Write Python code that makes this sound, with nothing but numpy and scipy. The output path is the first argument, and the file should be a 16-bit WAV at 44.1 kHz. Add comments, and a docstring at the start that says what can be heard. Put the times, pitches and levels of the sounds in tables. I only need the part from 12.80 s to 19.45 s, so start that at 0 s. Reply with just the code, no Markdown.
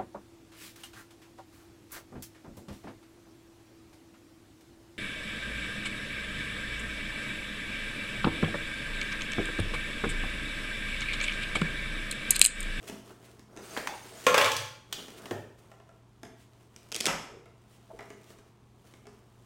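"""A living room: a plastic tray scrapes and clacks out of a cardboard box, and a hard plastic disc drops
out, rings and rocks on the table. The tray is set down, a flap snaps open in jerks, and hands turn
the box over, knocking and rubbing on it. Blows are made of fading tones (modes) and short bursts of
noise; rubbing is uneven noise. The room rings after every blow, and an appliance hums faintly."""
import sys
import numpy as np
from scipy import signal
from scipy.fft import rfft, irfft, next_fast_len
from scipy.io import wavfile
from scipy.ndimage import map_coordinates

SR = 44100
rng = np.random.default_rng(int(sys.argv[2]) if len(sys.argv) > 2 else 0)


def file_out(sig):
    """Save sig as 16-bit WAV at sys.argv[1]."""
    # one column per channel
    cols = np.atleast_2d(sig).T
    # limit, then scale
    lim = np.clip(cols, -1, 1)
    pcm = np.round(lim * 32767).astype(np.int16)
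    wavfile.write(sys.argv[1], SR, pcm)


N = 293420

# Levels in all tables are relative. t60 is the time a sound takes to fade by 60 dB.
# low tones of the table's frame: f/Hz, level/dB, t60/s
FRAME_MODES = [(105.1, 2.5, 0.23), (130, -6, 0.32)]
# jerks of the flap's tab as it leaves its slot: t/s, level/dB
TAB_SNAPS = [(3.962, -36), (4.1177, -26.5), (4.1234, -24), (4.145, -20.5), (4.1532, -22.5), (4.1622, -19.5),
             (4.204, -19.5), (4.2077, -16), (4.2427, -31), (4.2559, -12.5), (4.264, -13.5), (4.2687, -15.5)]
# spectra, which say how strong a noise is from low to high: f/Hz, level/dB
CLACK_SPECTRUM = [(400, -22.5), (750, 0.5), (1100, 1.5), (1450, -2), (1900, 0), (3000, -11), (5000, -26),
                  (12000, -41)]  # a blow on a thin panel
CLICK_SPECTRUM = [(1200, -12.5), (2400, -5), (3300, 5.5), (4200, -5), (6000, -2.5), (8500, -8),
                  (11000, -14.5), (16000, -15.5)]  # hard plastic striking
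CARD_SPECTRUM = [(700, -25.5), (1700, -9.5), (2400, 3), (3400, 0.5), (4200, -4), (5400, 1), (8000, -3.5),
                 (11000, -11), (16000, -25)]  # a sharp tick on cardboard
HOLLOW_SPECTRUM = [(90, -25.5), (210, -2), (245, -2), (285, -3), (350, -0.5), (435, 0), (540, -6.5),
                   (657, -2.5), (790, -10), (1400, -9), (3000, -34.5)]  # the hollow body of the box
SKIN_SPECTRUM = [(800, -16), (1800, 0), (3200, 1.5), (4200, -3), (6500, -2.5), (9000, -3.5), (12000, -10),
                 (16000, -9.5)]  # skin brushing over card


def disc():
    """The disc lands flat, then rocks on its rim; each contact rings the disc, the table and the room."""
    contacts = [(1.4662, -20), (1.5425, -26), (1.579, -17), (1.613, -28), (1.6445, -21.5), (1.658, -25),
                (1.717, -23.5), (1.766, -24)]  # the disc hits the table: t/s, click level/dB
    disc_modes = [(566, 0, .2), (867, -5, .35), (1058, 1, .2), (1091, 0, .2), (1111, -3, .2),
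                  (1162, -4, .18), (1298, -3, .2), (1400, -2, .25), (1598, -4, .18), (1678, -2, .15),
                  (1755, -7, .28), (2008, -9, .16), (2276, -8, .22), (2341, -5, .22), (2369, -9, .18),
                  (2720, -10, .16), (2945, -11, .18), (3061, -10, .14), (3230, -11, .16), (3505, -9, .14),
                  (4430, -14, .1), (4963, -15, .1), (5927, -15, .1)]  # tones of the disc: f/Hz, level/dB, t60/s
    top_modes = [(506, 0, .17), (470, -10, .07), (385, -18, .06), (260, -16, .07), (175, -22, .08)]  # tones of the table top: f/Hz, level/dB, t60/s
    rattle_spectrum = [(40, -60.5), (100, -35), (200, -16.5), (400, -12), (520, -0.5), (720, -9),
                       (1100, -8), (1900, -7.5), (2400, -7), (3300, -14), (4200, -18), (6500, -22),
                       (16000, -34.5)]  # noise of a contact: f/Hz, level/dB
    settle_s, damping_db_per_s = 1.592, 196  # from then on the table muffles each contact more
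    shake_db_per_s = 29  # the frame shakes more as the rocking gets lower
    landing_s = contacts[0][0]
    out = np.zeros(N)
    for s, click_db in contacts:
        ring_db = -22 - damping_db_per_s * max(s - settle_s, 0)
        top_db = -15 if s == landing_s else ring_db - 13
        frame_db = -52 + shake_db_per_s * (s - landing_s)
        contact = np.zeros(N)
        add(contact, s, amp(ring_db) * ring(disc_modes, scatter_db=2, attack=.00037))
        add(contact, s, amp(ring_db + 5.5) * burst(rattle_spectrum, t60=.06))
        add(contact, s, amp(click_db) * burst(CLICK_SPECTRUM, t60=.026))
        add(contact, s, amp(top_db) * ring(top_modes, scatter_db=1.2, attack=.0008))
        add(contact, s, amp(frame_db) * ring(FRAME_MODES, scatter_db=1.2, attack=.01))
        out += in_room(contact, wet_db=-.5)
    return out


def tray():
    """The thin tray clacks against the box; its last blow lands on the table and shakes the frame."""
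    blows = [(0.965, -25.5, -56, -55), (0.973, -28.5, -29.5, -31.5), (0.98, -29, -45, -49),
             (1.072, -21.5, -49, -30.5), (2.126, -36, -53, -24.5), (2.456, -38, -41.5, -41.5),
             (2.509, -29, -28, -37.5)]  # the tray hits: t/s, clack level/dB, thud level/dB, click level/dB
    thud_spectrum = [(70, -28.5), (150, -14), (260, -4.5), (380, -6), (650, -7), (1100, -18), (3000, -43)]  # the dull part of a blow: f/Hz, level/dB
    flex_modes = [(300, -5, .05), (352, -1, .08), (386, 0, .1), (450, -5, .15), (1090, -9, .06)]  # the loaded tray bends as it lands: f/Hz, level/dB, t60/s
    out = np.zeros(N)
    for s, clack_db, thud_db, click_db in blows:
        add(out, s, amp(thud_db - 1.5) * burst(thud_spectrum, t60=.07, rise=.002))
        add(out, s, amp(clack_db - 3) * burst(CLACK_SPECTRUM, t60=.027, rise=.001))
        add(out, s, amp(click_db - 1.5) * burst(CLICK_SPECTRUM, t60=.028, rise=.0011))
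    landing_s = blows[-1][0]
    add(out, landing_s, amp(-27.5) * ring(flex_modes, scatter_db=1, attack=.002))
    add(out, landing_s, amp(-38) * ring(FRAME_MODES, scatter_db=1, attack=.015))
    return out


def flap_snaps():
    """Each slip of the tab is a sharp snap; it shakes the panel more as the tab comes free."""
    free_s, loosening_db_per_s = TAB_SNAPS[-1][0], 60
    out = np.zeros(N)
    for s, snap_db in TAB_SNAPS:
        panel_db = -33.5 - loosening_db_per_s * (free_s - s)
        add(out, s, amp(snap_db - 3.5) * burst(CARD_SPECTRUM, t60=.008, rise=.0008))
        add(out, s, amp(panel_db) * burst(HOLLOW_SPECTRUM, t60=.034, rise=.00077))
    return out


def flap_boom():
    """With the last snap the flap springs free, jolts the box and booms through it."""
    boom_spectrum = [(90, -14), (200, 2.5), (480, -2.5), (600, 2.5), (1000, 3.5), (1900, -1.5), (2400, -2),
                     (3200, -10.5), (4200, -17), (7000, -38), (12000, -48.5)]  # the freed flap shaking: f/Hz, level/dB
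    free_s = TAB_SNAPS[-1][0]
    out = np.zeros(N)
    add(out, free_s, amp(-25.5) * burst(HOLLOW_SPECTRUM, t60=.026, rise=.0008))
    add(out, free_s, amp(-28.5) * burst(boom_spectrum, t60=.31, rise=.016))
    return out


def box_knocks():
    """Each knock rings the box's tones nearest its pitch, taps the panel and ticks on the glossy card."""
    # knocks on the hollow box, from fingers and from the flap falling shut: t/s, level/dB, pitch/Hz
    knocks = [(0.087, -41.5, 640), (0.097, -34.5, 284), (0.594, -48, 250), (0.764, -43, 292),
              (0.773, -39, 263), (2.282, -41.5, 405), (2.916, -45, 670), (3.0, -49, 690),
              (3.091, -49.5, 660), (3.432, -35.5, 444), (3.451, -43, 420), (4.657, -46.5, 610),
              (5.19, -41, 456), (5.207, -39.5, 643), (5.303, -38.5, 440), (5.504, -46.5, 423),
              (5.586, -48.5, 418), (6.138, -46, 345), (6.255, -50, 640), (6.269, -42.5, 417)]
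    box_modes = [(212.3, -8.5, 0.21), (266, 1, 0.068), (381, -1, 0.052), (430, -4, 0.081),
                 (649, -2.5, 0.073), (772, -12, 0.076), (1042, -5, 0.043), (1344, 2.5, 0.044)]  # tones of the hollow box: f/Hz, level/dB, t60/s
    panel_hz, tick_db_per_octave = 405, -6  # low, slack spots tick more
    out = np.zeros(N)
    for s, knock_db, pitch_hz in knocks:
        struck_modes = [(hz, db - 11 * np.log2(hz / pitch_hz) ** 2, t60) for hz, db, t60 in box_modes]
        tick_db = knock_db - 6.5 + tick_db_per_octave * np.log2(pitch_hz / panel_hz)
        add(out, s, amp(knock_db - 3) * ring(struck_modes, scatter_db=2, attack=.00088))
        add(out, s, amp(knock_db - 8.5) * burst(CLACK_SPECTRUM, t60=.03, rise=.0014))
        add(out, s, amp(tick_db) * burst(CARD_SPECTRUM, t60=.012))
    return out


def flap_clap():
    """The flap falls back flat against the box."""
    out = np.zeros(N)
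    add(out, s=5.19, sound=amp(-41) * burst(CLACK_SPECTRUM, t60=.032, rise=.0039))
    return out


def tray_slide():
    """Plastic drags along the inside of the box: hiss and squeaks over a hollow drone."""
    pull = [(0.7, -78, -59.5), (0.79, -71.5, -47.5), (0.832, -58, -52.5), (0.944, -52.5, -49),
            (1.018, -54, -51), (1.198, -58.5, -57), (1.336, -58, -52.5), (1.47, -51.5, -53)]  # the tray slides out: t/s, hiss level/dB, drone level/dB
    scrape_spectrum = [(700, -12.5), (1700, 0), (3300, -1), (4200, -2), (6500, -3.5), (9000, -4),
                       (12000, -11.5), (16000, -10)]  # plastic rubbing on card: f/Hz, level/dB
    times, hiss_db, drone_db = np.transpose(pull)
    start, end = times[0], times[-1]
    t = np.arange(N) / SR
    moving = np.interp(t, [start - .02, start, end, end + .02], [0, 1, 1, 0])
    hiss_gain = amp(np.interp(t, times, hiss_db) + 3)
    drone_gain = amp(np.interp(t, times, drone_db) - 2)
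    chirps = 1.6 * squeaks(start, end, pitch_hz=6600, length_s=.02, count=32)
    scrape = friction(scrape_spectrum, grain_db=2.5, grain_rate=700, judder_db=1)
    drone = friction(HOLLOW_SPECTRUM, grain_db=2.5, grain_rate=200, judder_db=1)
    return moving * (hiss_gain * (scrape + chirps) + drone_gain * drone)


def squeaks(start, end, pitch_hz, length_s, count):
    """Plastic sticks and slips on coated card, making tiny chirps at random times."""
    out = np.zeros(N)
    t = np.arange(round(length_s * SR)) / SR
    for when, height, glide, strength in rng.random((count, 4)):
        hz = pitch_hz * 2 ** (height - .5) * (1 + .06 * (glide - .5) * t / length_s)
        chirp = np.hanning(len(t)) * np.sin(2 * np.pi * np.cumsum(hz) / SR)
        add(out, start + when * (end - start), strength * chirp)
    return out


def fold_groans():
    """The flap's stiff fold rubs as it swings and sings through one narrow tone of the box."""
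    groans = [(4.458, 0.15, 425, -49.5), (5.093, 0.037, 700, -46.5), (5.128, 0.036, 407, -44)]  # the fold rubs: t/s, length/s, pitch/Hz, level/dB
    out = np.zeros(N)
    for s, length, hz, db in groans:
        resonance = [(hz / 2, -26), (hz, 0), (hz * 2, -26), (hz * 8, -60)]
        add(out, s, amp(db) * swell(length, resonance))
    return out


def finger_swishes():
    """Fingertips whisk over the glossy card."""
    swishes = [(0.065, 0.038, -44), (0.427, 0.053, -59.5), (2.361, 0.045, -53), (2.774, 0.032, -64.5),
               (3.546, 0.13, -65), (4.86, 0.16, -67), (5.463, 0.092, -60), (6.053, 0.046, -65.5)]  # quick strokes: t/s, length/s, level/dB
    out = np.zeros(N)
    for s, length, db in swishes:
        add(out, s, amp(db) * swell(length, SKIN_SPECTRUM))
    return out


def palm_rubs():
    """Palms brush the card with each change of grip, and the rubbing makes the hollow box drone."""
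    grips = [(0.1, 0.077, -59.5), (0.291, 0.041, -62.5), (0.48, 0.081, -65), (2.2, 0.06, -56.5),
             (2.43, 0.12, -60), (2.869, 0.075, -71.5), (3.6, .07, -84), (3.8, 0.054, -73),
             (4.08, 0.16, -71), (4.93, .08, -73), (5.22, 0.11, -69), (5.45, 0.13, -70), (6.1, 0.062, -71),
             (6.45, 0.34, -75)]  # a hand shifts: middle t/s, spread/s, level/dB
    t = np.arange(N) / SR
    grip_power = sum(amp(db) ** 2 * np.exp(-((t - s) / spread) ** 2) for s, spread, db in grips)
    creep_power = amp(-81.5) ** 2  # fingers creep even when they only hold the box
    rubbing = np.sqrt(creep_power + grip_power)
    brush = friction(SKIN_SPECTRUM, grain_db=4, grain_rate=500, judder_db=1.5)
    drone = friction(HOLLOW_SPECTRUM, grain_db=2.5, grain_rate=150, judder_db=1.5)
    return rubbing * (amp(1.5) * brush + amp(6) * drone)


def air_puffs():
    """The flap fans a low push of air as it opens and shuts."""
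    puffs = [(4.251, .035, 0.65, -56), (5.1, .07, .1, -60)]  # swings of the flap: t/s, rise/s, t60/s, level/dB
    puff_spectrum = [(20, -11), (52, 2), (90, -9), (250, -52)]  # the pushed air: f/Hz, level/dB
    out = np.zeros(N)
    for s, rise, t60, db in puffs:
        add(out, s, amp(db) * burst(puff_spectrum, t60, rise))
    return out


def hum_and_air():
    """An appliance hums a little unsteadily over the soft noise of still air."""
    hum_tones = [(118.4, -62.5), (209.9, -74.5), (355.3, -77), (409.1, -80.5)]  # tones of the appliance: f/Hz, level/dB
    air_spectrum = [(25, -18.5), (55, -4.5), (80, -5.5), (125, -7.5), (166, -8), (363, -14), (560, -21),
                    (1040, -18), (1500, -29.5), (3400, -31.5), (4000, -34.5), (8400, -40), (16000, -53)]  # the quiet room: f/Hz, level/dB
    t = np.arange(N) / SR
    hum = np.zeros(N)
    for hz, db in hum_tones:
        peak = np.sqrt(2) * amp(db + .8 * wobble(1.2))
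        hum += peak * np.sin(2 * np.pi * hz * t + .2 * wobble(6))
    return hum + amp(-62.5) * coloured(rng.standard_normal(N), air_spectrum, size=8192)


def reverb(x):
    """Echoes from the walls blur into a tail that builds up and fades; each call draws a new tail."""
    room_decay = [(100, 0.67), (500, 0.58), (2000, 0.6), (6000, 0.55), (10000, 0.45), (16000, 0.46)]  # how long the room rings: f/Hz, t60/s
    build_up_s = .0031
    hz, t, bands = signal.stft(rng.standard_normal(SR), SR, nperseg=256)
    fading_bands = bands * fade(t, along(room_decay, hz)[:, None])
    _, tail = signal.istft(fading_bands, SR, nperseg=256)
    tail *= 1 - np.exp(-np.arange(len(tail)) / SR / build_up_s)
    return signal.fftconvolve(x, tail / np.linalg.norm(tail))[:N]


def in_room(x, wet_db):
    """The direct sound plus the room's echoes at a gain of wet_db."""
    return x + amp(wet_db) * reverb(x)


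def panel_in_room(source, wet_db):
    """A thin panel sends one mix of tones to the listener and another to the walls."""
    return source() + amp(wet_db) * reverb(source())


def ring(modes, scatter_db, attack):
    """A struck object's fading tones; their strengths vary, as each blow lands on a new spot."""
    t = np.arange(SR * 3 // 4) / SR
    hz, db, t60 = np.transpose(modes)[:, :, None]
    gain = amp(db + scatter_db * rng.standard_normal(hz.shape))
    waves = np.sin(2 * np.pi * (hz * t + rng.random(hz.shape))) * fade(t, t60)
    onset = 1 - np.exp(-t / attack)
    return np.sqrt(2) * (gain * waves).sum(0) / np.linalg.norm(gain) * onset


def burst(spectrum, t60, rise=.0002):
    """Noise that rises and dies away, like the many crowded tones of a struck, damped panel."""
    t = np.arange(SR // 2) / SR
    shape = np.minimum(t / rise, 1) * fade(np.maximum(t - rise, 0), t60)
    noise = unit(rng.standard_normal(len(t)) * shape)
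    return coloured(noise, spectrum) * np.sqrt(np.mean(shape ** 2))


def friction(spectrum, grain_db, grain_rate, judder_db):
    """Rubbing: tiny catches of uneven size (grain) under a wavering pressure (judder)."""
    catches = rng.standard_normal(N) * amp(grain_db * wobble(grain_rate) + judder_db * wobble(25))
    return coloured(unit(catches), spectrum)


def swell(length_s, spectrum):
    """A short rub that comes and goes smoothly."""
    shape = np.hanning(round(length_s * SR))
    noise = coloured(rng.standard_normal(SR // 2), spectrum)
    return unit(noise[-len(shape):]) * shape


def coloured(x, spectrum, size=2048):
    """Filter x with this spectrum, keeping its energy."""
    gains = amp(along(spectrum, np.fft.rfftfreq(size, 1 / SR)))
    cepstrum = irfft(np.log(gains))
    # fold the second half onto the first, so the filter never rings before it is struck
    cepstrum[1:size // 2] *= 2
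    cepstrum[size // 2 + 1:] = 0
    response = irfft(np.exp(rfft(cepstrum)))
    filtered = signal.fftconvolve(x, response)[:len(x)]
    return unit(filtered) * np.sqrt(np.mean(x ** 2))


def wobble(rate):
    """A smooth curve through `rate` random points a second."""
    points = rng.standard_normal(int(N * rate / SR) + 4)
    return map_coordinates(points, [np.arange(N) * rate / SR])


def fade(t, t60):
    """A gain that falls by 60 dB every t60 seconds."""
    return np.exp(-np.log(1000) * t / t60)


def along(points, hz):
    """Read between rows of f/Hz, value on a logarithmic frequency scale."""
    freqs, values = np.transpose(points)
    return np.interp(np.log(hz + 1), np.log(freqs + 1), values)


def amp(db):
    """Turn decibels into a gain."""
    return 10 ** (np.asarray(db) / 20)


def unit(x):
    """Scale x to an average power of 1."""
    return x / np.sqrt(np.mean(x ** 2) + 1e-20)


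def add(track, s, sound):
    """Mix a sound into the track, starting at s seconds."""
    start = max(0, round(s * SR))
    track[start:start + len(sound)] += sound[:N - start]


def scene():
    """Mix the sources into one channel; blows and rubs each get their share of the room's echoes."""
    blows = disc() + panel_in_room(tray, wet_db=-2) + in_room(box_knocks() + flap_clap(), wet_db=-.5)
    rubs = tray_slide() + palm_rubs() + finger_swishes() + fold_groans()
    cardboard = panel_in_room(flap_snaps, wet_db=-5) + in_room(flap_boom() + rubs, wet_db=-4.5)
    return (blows + cardboard + air_puffs() + hum_and_air())[None]


def record(dry):
    """A steep filter cuts off the very highest treble."""
    cutoff_hz = 16100
    size = next_fast_len(N + SR // 2)
    hz = np.fft.rfftfreq(size, 1 / SR)
    lowpass = 1 / (1 + (hz / cutoff_hz) ** 120)
    return irfft(rfft(dry, size) * lowpass, size)[:, :N]


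dry = scene()
out = record(dry)
file_out(out)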